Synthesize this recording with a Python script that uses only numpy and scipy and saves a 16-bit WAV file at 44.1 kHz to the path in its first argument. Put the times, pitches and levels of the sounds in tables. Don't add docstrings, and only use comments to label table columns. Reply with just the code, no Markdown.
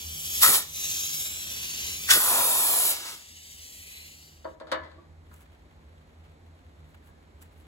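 import sys
import numpy as np
from scipy import signal
from scipy.fft import rfft, irfft
from scipy.io import wavfile

SR = 44100
rng = np.random.default_rng(int(sys.argv[2]) if len(sys.argv) > 2 else 0)


def transcribe(u):
    v = np.clip(np.atleast_2d(u).T, -1, 1)
    q = np.round(v * 32767).astype(np.int16)
    wavfile.write(sys.argv[1], SR, q)


N = 338228
TIME, HZ = np.arange(N) / SR, np.fft.rfftfreq(N, 1 / SR)

# time fully open and time held in seconds; levels in dB of the jet,
# the cuff and the glove's hollow; boost of the first flap in dB; the hollow's pitch in Hz when empty
# and when full; the hollow's head start in seconds; flutter from 0 to 1.
TRIGGER_PULLS = [(0.429, 0.14, -12.5, -22, -26, 5.5, 1371, 1214, -0.0048, 0.3),
                 (2.108, 0.8, -16, -25.5, -26, 14, 1645, 891.4, .014, 0)]


def blasts(fill_s=0.11, taut_s=0.058, snap_s=0.016, hollow_width_hz=900):
    # frequency in Hz, level in dB.
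    jet_tone = [(200, -31.5), (2000, -31), (5000, -33.5), (7000, -7), (8300, -2.5), (9400, 2.5),
                (12000, 1.5), (14000, -2.5), (15800, -4.5)]
    cuff_tone = [(60, -34), (170, -12.5), (400, -2), (1000, -3), (2000, -3), (2750, 1), (3700, 5),
                 (4500, 2.5), (6500, 1), (8500, 0.5), (15000, -22)]
    swirl_tone = [(60, -10), (300, -3.5), (550, -0.5), (900, -2.5), (1500, -4), (3000, -0.5),
                  (8000, -23.5)]
    # time and half length in seconds,
    # change of the rasp in dB, change of the hollow in dB.
    gapes = [(0.462, 0.0075, 4.5, 1.5), (0.549, 0.013, 6, 1), (2.112, 0.006, 3.5, -2), (2.357, 0.055, 2, 6),
             (2.868, 0.011, 2.5, -5), (3.075, 0.04, 4.5, 6)]
    jet = air(jet_tone, direct=0.52, lag=10)
    cuff = air(cuff_tone, direct=0.5, lag=6.38)
    flapping = treble(cuff, corner_hz=1300)
    swirl = pan(air(swirl_tone, direct=0.96, lag=6.65), left_db=3.5)
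    slaps = wander(170, N)
    shudder_db = 1.8 * wander(90, N)
    cuff_gape = amp(sum(db * bell(TIME - s, half) for s, half, db, _ in gapes))
    hollow_gape = amp(sum(db * bell(TIME - s, half) for s, half, _, db in gapes) + shudder_db)
    out = np.zeros((2, N))

    def flow(span, jet_db, rasp, hollow, flutter):
        gap = np.exp(.5 * flutter * slaps[span] - (.5 * flutter) ** 2)
        glove = cuff_gape[span] * rasp + hollow_gape[span] * hollow
        return amp(jet_db) * jet[:, span] * gap ** 0.6 + gap * glove

    for start, held, jet_db, cuff_db, hollow_db, flap_db, empty_hz, full_hz, early, flutter \
            in TRIGGER_PULLS:
        span = (TIME > start - .5) & (TIME < start + held + .5)
        t, inside = TIME[span] - start, swirl[:, span]
        age, since_shut = np.maximum(t, 0), np.maximum(t - held, 0)
        opening_db = 852.5 * np.minimum(t, 0)
        hollow_shape_db = 1398 * np.minimum(t + early, 0) - 10 * age - 281.5 * since_shut
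        loose = np.interp(t, [0, taut_s, taut_s + snap_s], [1, 0.53, 0])
        puff = amp(-28) * bell(t - taut_s, 0.019) * band(inside, 465, width_hz=1000)
        rasp = cuff[:, span] + (amp(flap_db * loose) - 1) * flapping[:, span]
        rasp *= amp(cuff_db + opening_db - 174 * since_shut)
        hz = full_hz + (empty_hz - full_hz) * np.exp(-age / fill_s)
        body = amp(4.5 * loose) * band(inside, hz, hollow_width_hz)
        overtone = amp(-24.5) * band(inside, 2.5 * hz, hollow_width_hz)
        ring = amp(4) * bell(t + early - 0.0099, 0.025) * band(inside, hz, width_hz=380)
        hollow = (body + overtone + ring) * amp(hollow_db + hollow_shape_db)
        fizz_db = jet_db + opening_db + 2.5 * loose - 396.5 * since_shut
        out[:, span] += flow(span, fizz_db, rasp + puff, hollow, flutter + 0.19 * loose * (t > 0))

    let_go = start + held
    span = (TIME > let_go) & (TIME < let_go + 1)
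    fade_db = -150 * np.maximum(TIME[span] - let_go - 0.22, 0)
    rasp = amp(fade_db - 38) * cuff[:, span]
    hollow = amp(fade_db - 46) * band(swirl[:, span], 1310, hollow_width_hz)
    out[:, span] += flow(span, fade_db - 38.5, rasp, hollow, flutter=0.26)
    return out


def leak(waver_db=0.84, sag_db=-11):
    # time in seconds, level in dB, brightness in dB.
    course = [(0, -38.5, -2.5), (.2, -34.5, 2.5), (.4, -28, 3), (.9, -24.5, -1.5), (1.1, -25.5, 0.5),
              (1.22, -25.5, 2.5), (1.35, -30.5, -3), (1.85, -29, -6), (2.1, -31, 2), (3.201, -46, -12),
              (3.55, -42, -6), (3.8, -41, -3.5), (3.97, -42.5, -7), (4.28, -51, -4.5), (4.55, -68, -14.5)]
    # frequency in Hz, level in dB.
    near_tone = [(150, -8.5), (400, -13.5), (1000, -18), (1800, -14), (2450, -3.5), (3400, 0), (4300, -6.5),
                 (6300, 0.5), (7400, -5.5), (9000, -3.5), (10800, -7), (13000, -0.5), (15600, -10)]
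    far_tone = [(150, -10), (400, -32), (1200, -43), (1700, -7), (2200, -2), (3400, -0.5), (5300, -2.5),
                (6500, 1), (8800, 1), (10800, -3.5), (13000, 1), (14500, -3), (15600, -7.5)]
    # time and half length in
    # seconds, pitch in Hz, glide in octaves per second, level against the hiss in dB.
    glints = [(0.947, 0.17, 6340, 0.089, -4.5), (1.375, 0.089, 7600, 0.27, -8.5),
              (3.97, 0.047, 3800, 1.4, -4.5), (4.002, 0.14, 2450, 0.34, -5.5), (4.12, .08, 6800, 0.56, -10),
              (4.263, 0.13, 4600, 0.38, -7)]
    level_db, bright_db = follow(course, TIME)
    for start, held, *_ in TRIGGER_PULLS:
        level_db += sag_db * bell(TIME - start - held - 0.105, 0.062)
    away = np.interp(TIME, [2.2, 3.3], [0, 1])
    near = pan(air(near_tone, direct=0.62, lag=9.96), left_db=0.5)
    far = pan(air(far_tone, direct=0.72, lag=11.9), left_db=1)
    hiss = np.sqrt(1 - away) * near + np.sqrt(away) * far
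    hiss += (amp(bright_db) - 1) * treble(hiss, corner_hz=7005)
    hiss = surface_echo(hiss) / amp(bright_db / 2)
    white = air([(100, 0), (16000, 0)], direct=0.87, lag=9.38)
    for at, half, hz, glide, db in glints:
        span = abs(TIME - at) < .5
        t = TIME[span] - at
        glint = band(white[:, span], hz * 2 ** (glide * t), width_hz=750)
        hiss[:, span] += amp(db) * bell(t, half) * glint
    hiss *= amp(level_db + waver_db * wander(25, N)) * (TIME < course[-1][0])
    return near_echoes(hiss, echo=.27, drift=.1, first_s=0.000504, last_s=.005)


def knocks(boom_hz=720, bright_hz=2000, tick_s=0.015, thud_rise_s=0.00033, ring_rise_s=0.00076):
    # start in seconds; level, brightness and hollow boom
    # in dB; length of the chatter in seconds.
    hits = [(4.445, -39.5, -2, 5, 0.006), (4.452, -30.5, -35, 8.5, 0.019), (4.6, -44.5, 6, 1, 0.0093),
            (4.61, -42, -5, 13, 0.027), (4.669, -44.5, 0, 8, 0.27), (4.716, -26, 7.5, -4, 0.012),
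            (4.722, -18.5, -7, -1.5, 0.031), (4.738, -33, -11, 2, 0.0083), (4.835, -45, -5, -1, 0.034),
            (4.914, -54, 6, -2.5, 0.0082), (5.313, -46.5, -8.5, -16, 0.01), (7.085, -52.5, -9.5, -12, .004)]
    # frequency in Hz, level in dB.
    chatter_tone = [(100, -29), (220, -32.5), (320, -8.5), (420, -14), (600, -2.5), (790, -6.5), (980, -1),
                    (1350, -6.5), (1900, -5.5), (2600, -18), (3700, -9), (4600, -12.5), (5700, -24),
                    (10000, -23), (15000, -48)]
    # pitch in Hz, relative level in dB, seconds to fade by 60 dB.
    steel_notes = [(325, -3.5, 0.073), (526, 6, 0.092), (636, 5.5, 0.14), (973, 3, 0.15), (1030, 0, 0.13),
                   (1100, 2.5, 0.11), (1290, -0.5, 0.11), (1413, 0.5, 0.091), (1614, -2.5, 0.19),
                   (1720, -4, 0.3), (2010, -11, 0.44), (2345, -17.5, 0.19), (2980, -15, 0.18),
                   (3670, -13, 0.23), (4440, -9.5, 0.17)]
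    chatter = air(chatter_tone, direct=0.24, lag=5.3)
    low, top = chatter - treble(chatter, boom_hz), treble(chatter, bright_hz)
    tick = treble(top, corner_hz=6000)
    hz, note_db, fade_s = np.transpose(steel_notes)[:, :, None]
    high, deep = hz ** 4 / (hz ** 4 + bright_hz ** 4), boom_hz ** 4 / (hz ** 4 + boom_hz ** 4)
    t, out = TIME[:SR // 2], np.zeros((2, N))
    for start, level_db, bright_db, boom_db, length in hits:
        span = slice(round(start * SR), round(start * SR) + len(t))
        edge = top[:, span] - (1 - np.exp(-t / tick_s)) * tick[:, span]
        contact = chatter[:, span] - top[:, span] + amp(bright_db) * edge
        contact += (amp(boom_db) - 1) * low[:, span]
        thud = (1 - np.exp(-t / thud_rise_s)) * np.exp(-(t / length) ** 2) * contact
        heights = amp(note_db + bright_db * high + boom_db * deep) / np.linalg.norm(amp(note_db))
        phase = rng.random(hz.shape) + 0.19 * rng.standard_normal((2, *hz.shape))
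        louder, sharper = rng.standard_normal((2, *hz.shape))
        pitch = hz * (1 + .005 * sharper)
        notes = heights * amp(2 * louder - 60 * t / fade_s) * np.sin(2 * np.pi * (pitch * t + phase))
        ring = notes.sum(1) * (1 - np.exp(-t / ring_rise_s))
        out[:, span] += amp(level_db) * (.42 * thud + 1.15 * ring)
    return pan(out, left_db=3)


def clinks(touch_s=4.446, settle_s=4.979):
    # pitch in Hz, level in dB, seconds to fade by 60 dB.
    gun_notes = [(3020, -60, 0.18), (4530, -52, 0.12)]
    hook_notes = [(340, -44, 0.12), (656, -49, 0.062), (1147, -46, 0.13), (1190, -51, .06)]
    out = np.zeros(N)
    for start, notes, rise_s in [(touch_s, gun_notes, 0.0005), (settle_s, hook_notes, 0.0039)]:
        t = np.maximum(TIME - start, 0)
        rise = 1 - np.exp(-t / rise_s)
        for hz, db, fade_s in notes:
            out += rise * amp(db - 60 * t / fade_s) * np.sin(2 * np.pi * (hz * t + rng.random()))
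    return pan(out, left_db=2)


def rustles(grain_db=3):
    # time in seconds, level in dB, brightness in dB, half length in seconds.
    strokes = [(5.343, -56, 15, 0.0021), (5.35, -62, 12, 0.029), (5.416, -58.5, 6, 0.018),
               (5.464, -62, -14, 0.0038), (5.5, -66, -15, 0.0042), (5.554, -68, -8, .004),
               (6.011, -71.5, -14.5, 0.0075), (6.9, -69.5, 6.5, 0.021), (6.949, -52.5, -3, 0.0038),
               (7.07, -62, 5.5, 0.024), (7.229, -63, -4, 0.0032), (7.424, -51, 18.5, 0.0061),
               (7.435, -63, 2.5, 0.029), (7.529, -68.5, 7, 0.0095), (7.595, -64.5, 7, 0.028)]
    # frequency in Hz, level in dB.
    rubber_tone = [(200, -5.5), (800, 9), (1500, 12.5), (3000, 5), (5500, -9.5), (8000, -1.5), (12000, -3),
                   (15500, -8)]
    rub = air(rubber_tone, direct=0.16, lag=7.7) * amp(grain_db * wander(320, N))
    top = treble(rub, corner_hz=4800)
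    return sum(amp(db) * bell(TIME - s, half) * unit(rub + (amp(bright_db) - 1) * top)
               for s, db, bright_db, half in strokes)


def crinkles(per_s=110, spread_db=2.5, fade_s=.006):
    # time in seconds, level in dB.
    handling = [(5.25, -70), (5.551, -68), (5.9, -74), (6.5, -72), (6.95, -74), (7.65, -70)]
    # frequency in Hz, level in dB.
    crinkle_tone = [(300, -16.5), (1300, 3.5), (3500, 0.5), (5500, -15.5), (7500, -14), (12000, -14),
                    (15500, -19)]
    flips = rng.random(N) < per_s / SR
    sizes = flips * amp(spread_db * np.minimum(rng.exponential(1, N), 3))
    ticks = unit(signal.lfilter([1], [1, -np.exp(-1 / (fade_s * SR))], sizes))
    level = amp(follow(handling, TIME)[0]) * (TIME > handling[0][0])
    return air(crinkle_tone, direct=0.33, lag=7.6) * ticks * level


def background(room_db=-57, early_boost_db=5, drop_s=2.2):
    # frequency in Hz, level in dB.
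    room_tone = [(20, -44.5), (32, -26), (45, 0), (62, -3), (84, -2), (110, -16.5), (160, -17.5),
                 (220, -9.5), (400, -14.5), (800, -18), (1500, -24.5), (2150, -25), (2800, -32.5),
                 (4200, -31), (5000, -39), (8000, -39), (13000, -47), (15500, -60)]
    # pitch in Hz, level after the drop in dB, width in Hz.
    hum_bands = [(63.8, -65.5, 8.3), (79.5, -55, 13), (154.5, -64.5, 10)]
    rumble = air([(50, 0.012), (200, 0)], direct=0.74, lag=-15)
    hum = sum(amp(db) * band(rumble, hz, width) for hz, db, width in hum_bands)
    hum *= amp(early_boost_db * (TIME <= drop_s))
    return pan(amp(room_db) * air(room_tone, direct=0.12, lag=-14) + hum, left_db=-1)


def surface_echo(x, blur_above=2.4):
    # time in seconds, lowest notch in Hz, echo strength 0 to 1.
    passes = [(.8, 1490, 0), (1.15, 3400, 0), (1.3, 5470, 0.2), (1.55, 6200, 0.1), (1.8, 10200, 0),
              (2.2, 9800, 0.23), (3.549, 1800, 0), (3.78, 5300, 0.18), (4.021, 5900, 0.35), (4.2, 9000, 0),
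              (4.4, 9900, 0.2)]
    hz, t, spectrum = signal.stft(x, SR, nperseg=512, noverlap=384)
    notch_hz, strength = follow(passes, t)
    ratio = hz[:, None] / notch_hz
    echo = strength / (1 + (ratio / blur_above) ** 4)
    paths = (1 + echo * np.exp(-1j * np.pi * ratio)) / np.sqrt(1 + echo ** 2)
    return signal.istft(spectrum * paths, SR, nperseg=512, noverlap=384)[1][:, :N]


def near_echoes(x, echo, drift, first_s, last_s, corner_hz=900, count=8):
    # time in seconds, factor on the echo delays.
    distances = [(0, 1.095), (2.2, 1.057), (3.7, 1.4), (4.4, 1.37)]
    hz, t, spectrum = signal.stft(x, SR, nperseg=1024, noverlap=768)
    f, reach, paths = hz[:, None], follow(distances, t)[0], 1
    strength = echo * f ** 2 / (f ** 2 + corner_hz ** 2)
    for delay in np.geomspace(first_s, last_s, count):
        moving_delay = delay * (reach * rng.uniform(0.92, 1.15) + drift * wander(1.5, len(t)))
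        paths = paths + strength * np.exp(-2j * np.pi * f * moving_delay)
    paths = paths / np.sqrt(np.mean(abs(paths) ** 2, axis=0))
    return signal.istft(spectrum * paths, SR, nperseg=1024, noverlap=768)[1][:, :N]


def garage(x, echoes_per_s=3000):
    # frequency in Hz, seconds to fade by 60 dB.
    fade_times = [(150, 0.79), (600, 0.32), (1800, 0.32), (4000, 0.17), (9000, 0.18), (16000, 0.34)]
    signs = rng.choice([-1., 1.], (2, SR))
    echoes = signs * (rng.random((2, SR)) < echoes_per_s / SR) * (TIME[:SR] > .006)
    hz, t, spectrum = signal.stft(echoes, SR, nperseg=256)
    fade = amp(-60 * t / read(fade_times, hz)[:, None])
    tail = signal.istft(spectrum * fade, SR, nperseg=256)[1]
    return signal.fftconvolve(x, tail / np.linalg.norm(tail[0]), axes=1)[:, :N]


def air(tone, direct, lag):
    # frequency in Hz, likeness from 0 to 1.
    likeness = [(100, 0.93), (250, 0.89), (500, 0.3), (1000, 0.16), (5500, 0.2), (7000, 1), (9200, 1),
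                (10300, 0.6), (11400, .95), (13500, .95), (15500, .85)]
    left, other = rfft(rng.standard_normal((2, N)))
    same = np.clip(direct + (1 - direct) * read(likeness, HZ), 0, 1)
    phase = 2 * np.pi * np.where(HZ < 6500, HZ * lag / SR, (7000 - HZ) / 4400)
    right = (same * left + np.sqrt(1 - same ** 2) * other) * np.exp(-1j * phase)
    return unit(irfft(np.array([left, right]) * amp(read(tone, HZ)), N))


def band(x, hz, width_hz):
    turn = np.exp(2j * np.pi * np.cumsum(hz * np.ones(x.shape[-1])) / SR)
    decay = np.exp(-np.pi * width_hz / SR)
    for _ in range(2):
        x = 2 * (turn * signal.lfilter([1 - decay], [1, -decay], x / turn + 1e-18)).real
    return unit(x)


def treble(x, corner_hz):
    return irfft(rfft(x) * HZ ** 4 / (HZ ** 4 + corner_hz ** 4), N)


def wander(rate_hz, size):
    f = np.arange(size // 2 + 1) * SR / N
    return unit(irfft(rfft(rng.standard_normal(size)) / (1 + (f / rate_hz) ** 4), size))


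def bell(t, half):
    return np.exp(-(t / half) ** 2 / 2)


def follow(table, t):
    times, *columns = np.transpose(table)
    return [np.interp(t, times, column) for column in columns]


def read(table, hz):
    f, value = np.transpose(table)
    return np.interp(np.log(hz + 1), np.log(f + 1), value)


def pan(x, left_db):
    return x * amp([[left_db / 2], [-left_db / 2]])


def amp(db):
    return 10 ** (np.asarray(db) / 20)


def unit(x):
    return x / np.sqrt(np.mean(x ** 2) + 1e-20)


def scene():
    blast = near_echoes(blasts(), echo=.25, drift=.05, first_s=.0008, last_s=.006)
    knock = knocks() + clinks()
    room = garage(amp(-17.5) * blast + amp(-5.5) * (knock - treble(knock, corner_hz=4130)))
    return leak() + blast + knock + rustles() + crinkles() + background() + room


def record(dry, threshold_db=-25, share=0.59, recovery_db_per_s=2.0, memory_s=0.24):
    decay = np.exp(-1 / (memory_s * SR))
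    power_db = 10 * np.log10(signal.lfilter([1 - decay], [1, -decay], (dry ** 2).mean(0)) + 1e-12)
    excess_db = np.maximum(power_db - threshold_db, 0)
    recovery_db = recovery_db_per_s * TIME
    duck_db = np.maximum.accumulate(share * excess_db + recovery_db) - recovery_db
    thinned = signal.sosfilt(signal.butter(3, 42, "high", fs=SR, output="sos"), dry)
    treble_cut = signal.firwin(511, 15850, window=("kaiser", 9), fs=SR)
    return signal.oaconvolve(thinned * amp(-duck_db), treble_cut[None], "same")


dry = scene()
out = record(dry)
transcribe(out)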